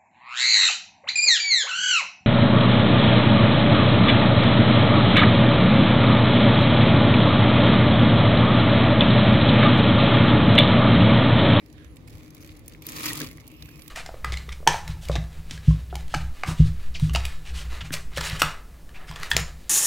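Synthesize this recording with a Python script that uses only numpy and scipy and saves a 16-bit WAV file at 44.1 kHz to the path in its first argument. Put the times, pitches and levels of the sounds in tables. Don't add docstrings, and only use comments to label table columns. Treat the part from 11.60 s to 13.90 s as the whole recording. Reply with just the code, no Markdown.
import sys
import numpy as np
from scipy import signal
from scipy.fft import rfft, irfft
from scipy.io import wavfile
from scipy.ndimage import uniform_filter1d

SR = 44100
rng = np.random.default_rng(int(sys.argv[2]) if len(sys.argv) > 2 else 0)


def decibels_to_gain(level_db):
    exponent = np.asarray(level_db, float) / 20
    return 10 ** exponent


def store_wav(level_fs):
    pcm = np.round(np.clip(np.atleast_2d(level_fs), -1, 1) * 32767)
    wavfile.write(sys.argv[1], SR, pcm.T.astype(np.int16))


N = 101429

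# (time [s], level [dB])
HANDLING = [(0, -74), (.46, -71), (.48, -64.5), (.6, -56), (0.718, -66), (.79, -57.5), (0.809, -59.5),
            (.92, -56), (1.04, -68.5), (1.13, -56.5), (1.21, -72), (1.222, -54), (1.33, -39.5),
            (1.478, -34), (1.66, -41), (1.685, -49), (1.779, -63), (2.3, -60)]
# (time [s], length [s], change [dB])
LULLS = [
    (1.319, 0.03, -3.5),
    (1.42, .01, -3.5),
    (1.466, 0.0061, 2),
    (1.53, 0.018, -0.5),
    (1.541, 0.012, -2),
    (0.588, 0.011, -3.5),
    (0.715, 0.023, -1),
    (0.937, 0.012, -8),
]
# (time [s], right side hears later by [samples], left over right [dB])
PLACE = [
    (0, 34, -10),
    (.7, 20.7, -1.5),
    (1.403, 19, -1),
    (1.449, 5.5, -0.5),
    (2.3, 5.4, -6.5),
]
# (frequency [Hz], level [dB per Hz])
FOIL = [(350, -7), (600, -13.5), (1100, -1), (1540, -1), (1950, -4), (3230, -3), (15800, -9.5)]
# (frequency [Hz], width [Hz], change [dB])
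SHEET_HUMPS = [(1130, 400, 3), (1950, 300, 3), (2350, 450, 5), (1500, 250, -6), (4660, 500, 2),
               (8800, 1200, -4)]
# (time [s], peak [dB], brightness [dB per octave])
SNAPS = [(0.0593, -46, 2.5), (0.099, -47, -4), (0.1263, -46.5, 3), (0.134, -54, 0), (0.1793, -44, -8),
         (0.2445, -41.5, -5), (0.358, -44, 16), (0.3671, -38.5, -2.5), (0.5518, -40.5, 2),
         (0.5807, -43, -1), (0.606, -46.5, -6), (0.6534, -50, -2), (0.6782, -44, 1),
         (0.7038, -36.5, 3.5), (0.747, -35, 7.5), (0.7663, -42.5, -2), (0.803, -53, -14),
         (0.8247, -39.5, -1), (0.845, -38.5, 0.5), (0.861, -42, 7), (0.8737, -40, -1),
         (0.891, -36, -6), (0.916, -41.5, -1), (0.923, -48, 3), (0.969, -44.5, 1), (0.992, -41, 6),
         (1.059, -43, 7), (1.0791, -26.5, 4.5), (1.0946, -41, 5),
         (1.1212, -41.5, -4), (1.1346, -39, 4), (1.1472, -42, -7), (1.221, -33.5, 1.5),
              (1.266, -20, 6.5), (1.287, -23.5, 0), (1.554, -25, 8.5), (1.5737, -22, 3.5),
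              (1.6012, -18.5, 7), (1.614, -45, 4), (1.67, -31, -0.5), (1.6875, -38, -1), (1.712, -33, 1),
              (1.7293, -40, 0), (1.7716, -40, 1), (1.7993, -40, 0), (1.813, -46, -3), (1.867, -42.5, 1),
              (1.877, -31, 8), (1.9148, -39.5, -2), (2.0228, -30, -2), (2.0565, -41, 0), (2.0882, -38, -5),
              (2.1568, -41.5, -2), (2.193, -38.5, -1), (2.2193, -32.5, 3), (2.2783, -29, 5),
         (1.2946, -26, 10), (1.319, -28.5, 4), (1.364, -27, 3), (1.379, -32, 6), (1.392, -26, 14),
              (1.402, -36, 5), (1.41, -38, 8), (1.59, -26, 3), (1.615, -21, -1), (1.634, -39, 12),
              (1.644, -54, -7), (1.745, -54, 2), (1.763, -48.5, -2), (1.781, -39, -11), (1.806, -43.5, 4),
              (0.641, -55, 2), (0.659, -46, 0), (0.831, -42, 0), (0.902, -45, -5), (0.952, -54, -6),
              (2.11, -53.5, 6), (2.176, -46, 4)]
# (time [s], peak [dB], brightness [dB per octave], length [s])
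RUNS = [(0.474, -42, 0, 0.01), (0.496, -44.5, 2.5, 0.011), (0.525, -47.5, -1.5, 0.0082),
        (0.806, -44.5, 3, 0.015), (0.964, -46.5, 1, 0.006), (1.425, -32, 8, 0.0041),
        (1.43, -28.5, 2, 0.014), (1.456, -16.5, 2, 0.006), (1.464, -18.5, -1, 0.0023),
        (1.48, -21.5, -1.5, 0.01), (1.491, -18.5, 4, 0.0022), (1.5, -26, 1, 0.008),
        (1.531, -16.5, 4.5, 0.0015), (1.569, -26.5, 0, 0.0017), (1.601, -31, -8, 0.01)]
# (time [s], peak [dB], pitch [Hz], time to fall 60 dB [s])
POPS = [
    (0.478, -50, 2200, .025),
    (0.77, -51, 2200, .035),
    (0.892, -49, 2300, .035),
    (1.458, -27, 1100, .025),
    (1.505, -28, 1900, .055),
    (1.609, -30, 1650, .03),
    (1.7, -39, 1950, .014),
    (2.086, -45, 1600, .03),
]
# (time [s], pitch [Hz], level [dB])
SQUEAK_RISING = [(1.915, 12500, -68), (1.93, 13300, -62), (1.985, 14600, -57), (2.0, 15200, -66),
                 (2.02, 15600, -64), (2.04, 14800, -61), (2.08, 13750, -58), (2.11, 14200, -60),
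                 (2.13, 14900, -63)]
SQUEAK_LONG = [(1.985, 12300, -65), (2.018, 13000, -59), (2.065, 12100, -65), (2.105, 12800, -57),
               (2.135, 13600, -61), (2.175, 13400, -60), (2.198, 12800, -60), (2.252, 13000, -60),
               (2.285, 12200, -62)]
SQUEAK_FALLING = [(2.185, 14700, -67), (2.2, 14400, -63), (2.25, 14500, -62), (2.275, 13800, -62),
                  (2.3, 13100, -64)]
SQUEAK_LOW = [(2.0, 9100, -78), (2.1, 9600, -77), (2.14, 10200, -72), (2.19, 9700, -73)]
SQUEAK_FIRST = [(1.895, 13400, -73), (1.92, 14400, -68), (1.95, 14950, -71)]
# (time [s], pitch [Hz], level [dB])
RUB = [(1.9, 2560, -68), (1.94, 2700, -65), (1.985, 2640, -62), (2.01, 2520, -67), (2.045, 2580, -62),
       (2.07, 2380, -66), (2.15, 2520, -65), (2.21, 2680, -66)]
RUB_HIGH = [(1.95, 5100, -73), (2.0, 5400, -69), (2.07, 5300, -72), (2.14, 5550, -69), (2.2, 5400, -70),
            (2.27, 5350, -73)]
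RUB_HAZE = [(1.84, 2750, -64.5), (2.05, 2610, -58.5), (2.3, 2450, -69)]
# (time [s], pitch [Hz], level [dB])
SCRAPE = [
    (.14, 1770, -68),
    (.2, 1610, -62),
    (.28, 1630, -65.5),
]
# (time [s], level [dB])
WHINE = [(0, -87), (.33, -72), (0.399, -92.5), (1.2, -90)]
# (frequency [Hz], width [Hz], level [dB])
HOLLOW = [(105, 32, -9.5), (150.9, 13.6, -4.5), (255.7, 30, -5), (306.8, 23.8, -1.5), (404.4, 99, -11),
          (461, 135, -16)]
# (frequency [Hz], level [dB per Hz])
AIR = [(45, 4), (125, 3), (210, -10.5), (520, -20), (850, -24.5), (2300, -27.5), (8500, -40), (16000, -45)]
# (frequency [Hz], likeness [0 to 1])
AIR_SAME = [(60, 0.69), (240, 0.83), (950, 0.16), (3770, 0.06), (15000, 0.02)]
# (frequency [Hz], left over right [dB])
AIR_PAN = [(40, -0.5), (150, 2.5), (500, -2.5), (1200, -6.5), (8000, -4)]
# (time [s], level [dB])
GUSTS = [
    (0, -3.5),
    (.5, 4),
    (.85, -2.5),
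    (1.4, 0.5),
    (1.6, -2.5),
    (1.8, -0.5),
    (2.3, -4),
]

THUMP_S = 1.608
RUB_WIDTH_HZ = 680


def evened(x):
    return x / np.sqrt(np.mean(x ** 2) + 1e-20)


def drift(x, first, second):
    return evened(uniform_filter1d(uniform_filter1d(x, size=first), size=second))


def read(points, hz):
    f, value = np.transpose(points)
    return np.interp(np.log(hz + 1), np.log(f + 1), value)


def coloured(x, db_of):
    size = x.shape[-1]
    gain = decibels_to_gain(db_of(np.fft.rfftfreq(size, 1 / SR)))
    return irfft(rfft(x) * gain, size)


def resonate(x, hz, width_hz):
    turn = np.exp(2j * np.pi * np.cumsum(hz * np.ones(len(x))) / SR)
    r = np.exp(-np.pi * width_hz / SR)
    return 2 * (turn * signal.lfilter([1 - r], [1, -r], x / turn)).real


def heard(near, other):
    share, at = 0.3, np.arange(N)
    s, lag, pan_db = np.transpose(PLACE)
    lag = np.interp(at / SR, s, lag).round().astype(int)
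    pan_db = np.interp(at / SR, s, pan_db)
    far = share * near + np.sqrt(1 - share ** 2) * other
    right = far[np.maximum(at - lag, 0)]
    return np.array([near * decibels_to_gain(pan_db / 2), right * decibels_to_gain(-pan_db / 2)])


def handling_db():
    t = np.arange(N) / SR
    effort = np.interp(t, *np.transpose(HANDLING))
    for s, length, db in LULLS:
        effort += db * np.exp(-(2 * (t - s) / length) ** 4)
    return effort


def humps_db(hz):
    return sum(db * np.exp(-2 * ((hz - f) / w) ** 2) for f, w, db in SHEET_HUMPS)


def foil_db(hz):
    return read(FOIL, hz) + humps_db(hz) - 24 * np.maximum(np.log2(550 / (hz + 1)), 0)


def creases():
    light_per_s, rush_per_s = 600, 3500
    spread_db, clump_db = 3.6, 1
    rise_s, t60_s = 0.001, 0.006
    effort = handling_db()
    work = (effort - effort.min()) / (effort.max() - effort.min())
    rate = light_per_s * (rush_per_s / light_per_s) ** work
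    clumps = drift(rng.standard_normal(N), 500, 300)
    size = decibels_to_gain(spread_db * np.minimum(rng.exponential(1, N), 4) + clump_db * clumps)
    size *= (rng.random(N) < rate / SR) / np.sqrt(rate)
    kinds = 24
    kind = rng.integers(0, kinds, N)
    t = np.arange(1500) / SR
    shape = np.minimum(t / rise_s, 1) ** 2 * decibels_to_gain(-60 * t / t60_s)
    out = np.zeros((2, N))
    for k in range(kinds):
        tick = rng.standard_normal((2, len(t))) * shape
        out += signal.oaconvolve((size * (kind == k))[None], tick, axes=1)[:, :N]
    near, other = evened(coloured(out, foil_db)) * decibels_to_gain(effort)
    return heard(near, other)


def snap_colour(tilt_db):
    lumps_db = 3.5 * rng.standard_normal(16)

    def colour(hz):
        bright = tilt_db * np.log2(np.clip(hz, 1800, 11500) / 5000)
        low_cut = 7 * np.maximum(np.log2(2600 / (hz + 1)), 0)
        lumps = np.interp(np.sqrt(hz / hz[-1]), np.linspace(0, 1, 16), lumps_db)
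        return foil_db(hz) + bright - low_cut + lumps

    return colour


def snaps():
    rise_s, hold_s, t60_s = 0.00054, 0.0024, 0.016
    tail_db, tail_t60_s, trim_db = -20, 0.05, -9
    events = [(*row, hold_s) for row in SNAPS] + RUNS
    out, on = np.zeros((2, N + 4096)), np.arange(4096) / SR
    for s, db, tilt_db, hold in events:
        after = np.maximum(on - hold, 0)
        fall = decibels_to_gain(-60 * after / t60_s) + decibels_to_gain(tail_db - 60 * after / tail_t60_s)
        shape = np.minimum(on / rise_s, 1) ** 2 * fall
        noise = coloured(rng.standard_normal((2, len(on))), snap_colour(tilt_db))
        at = round(s * SR)
        out[:, at:at + len(on)] += evened(noise) * shape * decibels_to_gain(db + trim_db)
    return heard(*out[:, :N])


def pops():
    rise_s = 0.00067
    out, on = np.zeros((2, N + 4096)), np.arange(4096) / SR
    for s, db, hz, t60 in POPS:
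        phase = 2 * np.pi * rng.random((2, 1))
        shape = np.minimum(on / rise_s, 1) * decibels_to_gain(db - 60 * on / t60)
        at = round(s * SR)
        out[:, at:at + len(on)] += shape * np.sin(2 * np.pi * hz * on + phase)
    return heard(*out[:, :N])


def sliding(track, width_hz, tone):
    t = np.arange(N) / SR
    s, hz, db = np.transpose(track)
    waver, flicker = [drift(x, 400, 250) for x in rng.standard_normal((2, N))]
    hz = uniform_filter1d(np.interp(t, s, hz), size=500) * (1 + 0.003 * waver)
    end_db = db[-1] if s[-1] >= t[-1] - .01 else -140
    level_db = np.interp(t, s, db, -140, end_db) + 1.5 * flicker
    level = uniform_filter1d(decibels_to_gain(level_db), size=300)
    clean = tone * np.sqrt(2) * np.sin(2 * np.pi * np.cumsum(hz) / SR)
    paths = []
    for x in rng.standard_normal((2, N)):
        fuzz = evened(resonate(resonate(x, hz, width_hz), hz, width_hz))
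        paths.append(level * (clean + (1 - tone) * fuzz))
    return heard(*paths)


def squeaks():
    tracks = (SQUEAK_RISING, SQUEAK_LONG, SQUEAK_FALLING, SQUEAK_LOW, SQUEAK_FIRST)
    return decibels_to_gain(-0.5) * sum(sliding(track, 170, 0.45) for track in tracks)


def rubbing():
    tones = sliding(RUB, 90, 0.6) + sliding(RUB_HIGH, 90, 0.6)
    return tones + sliding(RUB_HAZE, RUB_WIDTH_HZ, 0)


def scrape():
    octave = [(s, 2 * hz, db - 3) for s, hz, db in SCRAPE]
    return sliding(SCRAPE, RUB_WIDTH_HZ, 0) + sliding(octave, 2 * RUB_WIDTH_HZ, 0)


def whine():
    return sliding([(s, 10770, db) for s, db in WHINE], 640, 0)


def box_ring(noise):
    out = 0
    for hz, width, db in HOLLOW:
        out = out + decibels_to_gain(db) * evened(resonate(resonate(noise, hz, width), hz, 1.55 * width))
    return out


def hollow():
    hum_db, sag_db = -53, -4
    shake_db, follow = -8.5, 0.88
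    thump_db, rise_s, t60_s = -30, 0.006, 0.1
    t = np.arange(N) / SR
    effort = handling_db()
    peak = effort.max()
    hum = decibels_to_gain(hum_db + sag_db * np.clip(2 * (t - THUMP_S), 0, 1))
    shake = decibels_to_gain(peak + shake_db + follow * (effort - peak))
    since = np.maximum(t - THUMP_S, 0)
    thump = np.minimum(since / rise_s, 1) * decibels_to_gain(thump_db - 60 * since / t60_s)
    a, b = [box_ring(x) for x in rng.standard_normal((2, N))]
    left, right = decibels_to_gain(1.5) * a, decibels_to_gain(-2.35) * (1.005 * a + 0.55 * b)
    return (hum + shake + thump) * np.array([left, right])


def air():
    hz = np.fft.rfftfreq(2048, 1 / SR)
    frames = (N // 256 + 5) // 2 + 4
    a, b, c, d, patches = rng.standard_normal((5, len(hz), frames))
    patches = evened(uniform_filter1d(uniform_filter1d(patches, size=20, axis=0), size=6, axis=1))
    gust = np.interp(np.arange(frames) * 512 / SR, *np.transpose(GUSTS))
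    gust_db = np.outer(1 / (1 + (hz / 188) ** 4), gust)
    same = np.clip(read(AIR_SAME, hz), -1, 1)[:, None]
    left = a + 1j * b
    right = same * left + np.sqrt(1 - same ** 2) * (c + 1j * d)
    colour_db = (read(AIR, hz) + 0.58 * humps_db(hz))[:, None]
    pan_db = np.multiply.outer([.5, -.5], read(AIR_PAN, hz))[..., None]
    spectra = np.array([left, right]) * decibels_to_gain(colour_db + gust_db + 2.22 * patches + pan_db)
    sound = signal.istft(spectra, nperseg=2048, noverlap=1536)[1][:, :N]
    return decibels_to_gain(-47) * evened(sound)


def scene():
    foil = creases() + snaps() + pops()
    slides = squeaks() + rubbing() + scrape() + whine()
    return foil + slides + hollow() + air()


def low_pass(x):
    return signal.sosfilt(signal.butter(12, 17140, fs=SR, output="sos"), x)


def record(dry):
    edge_hz, edge_db = 15900, -32

    def top_db(hz):
        step = edge_db * np.clip((hz - edge_hz) / 150, 0, 1)
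        return step + 2 * edge_db * (hz > 1.06 * edge_hz)

    low_cut = signal.butter(8, 38, "highpass", fs=SR, output="sos")
    mix = signal.sosfilt(low_cut, coloured(dry, top_db))
    return low_pass(mix)


dry = scene()
out = record(dry)
store_wav(out)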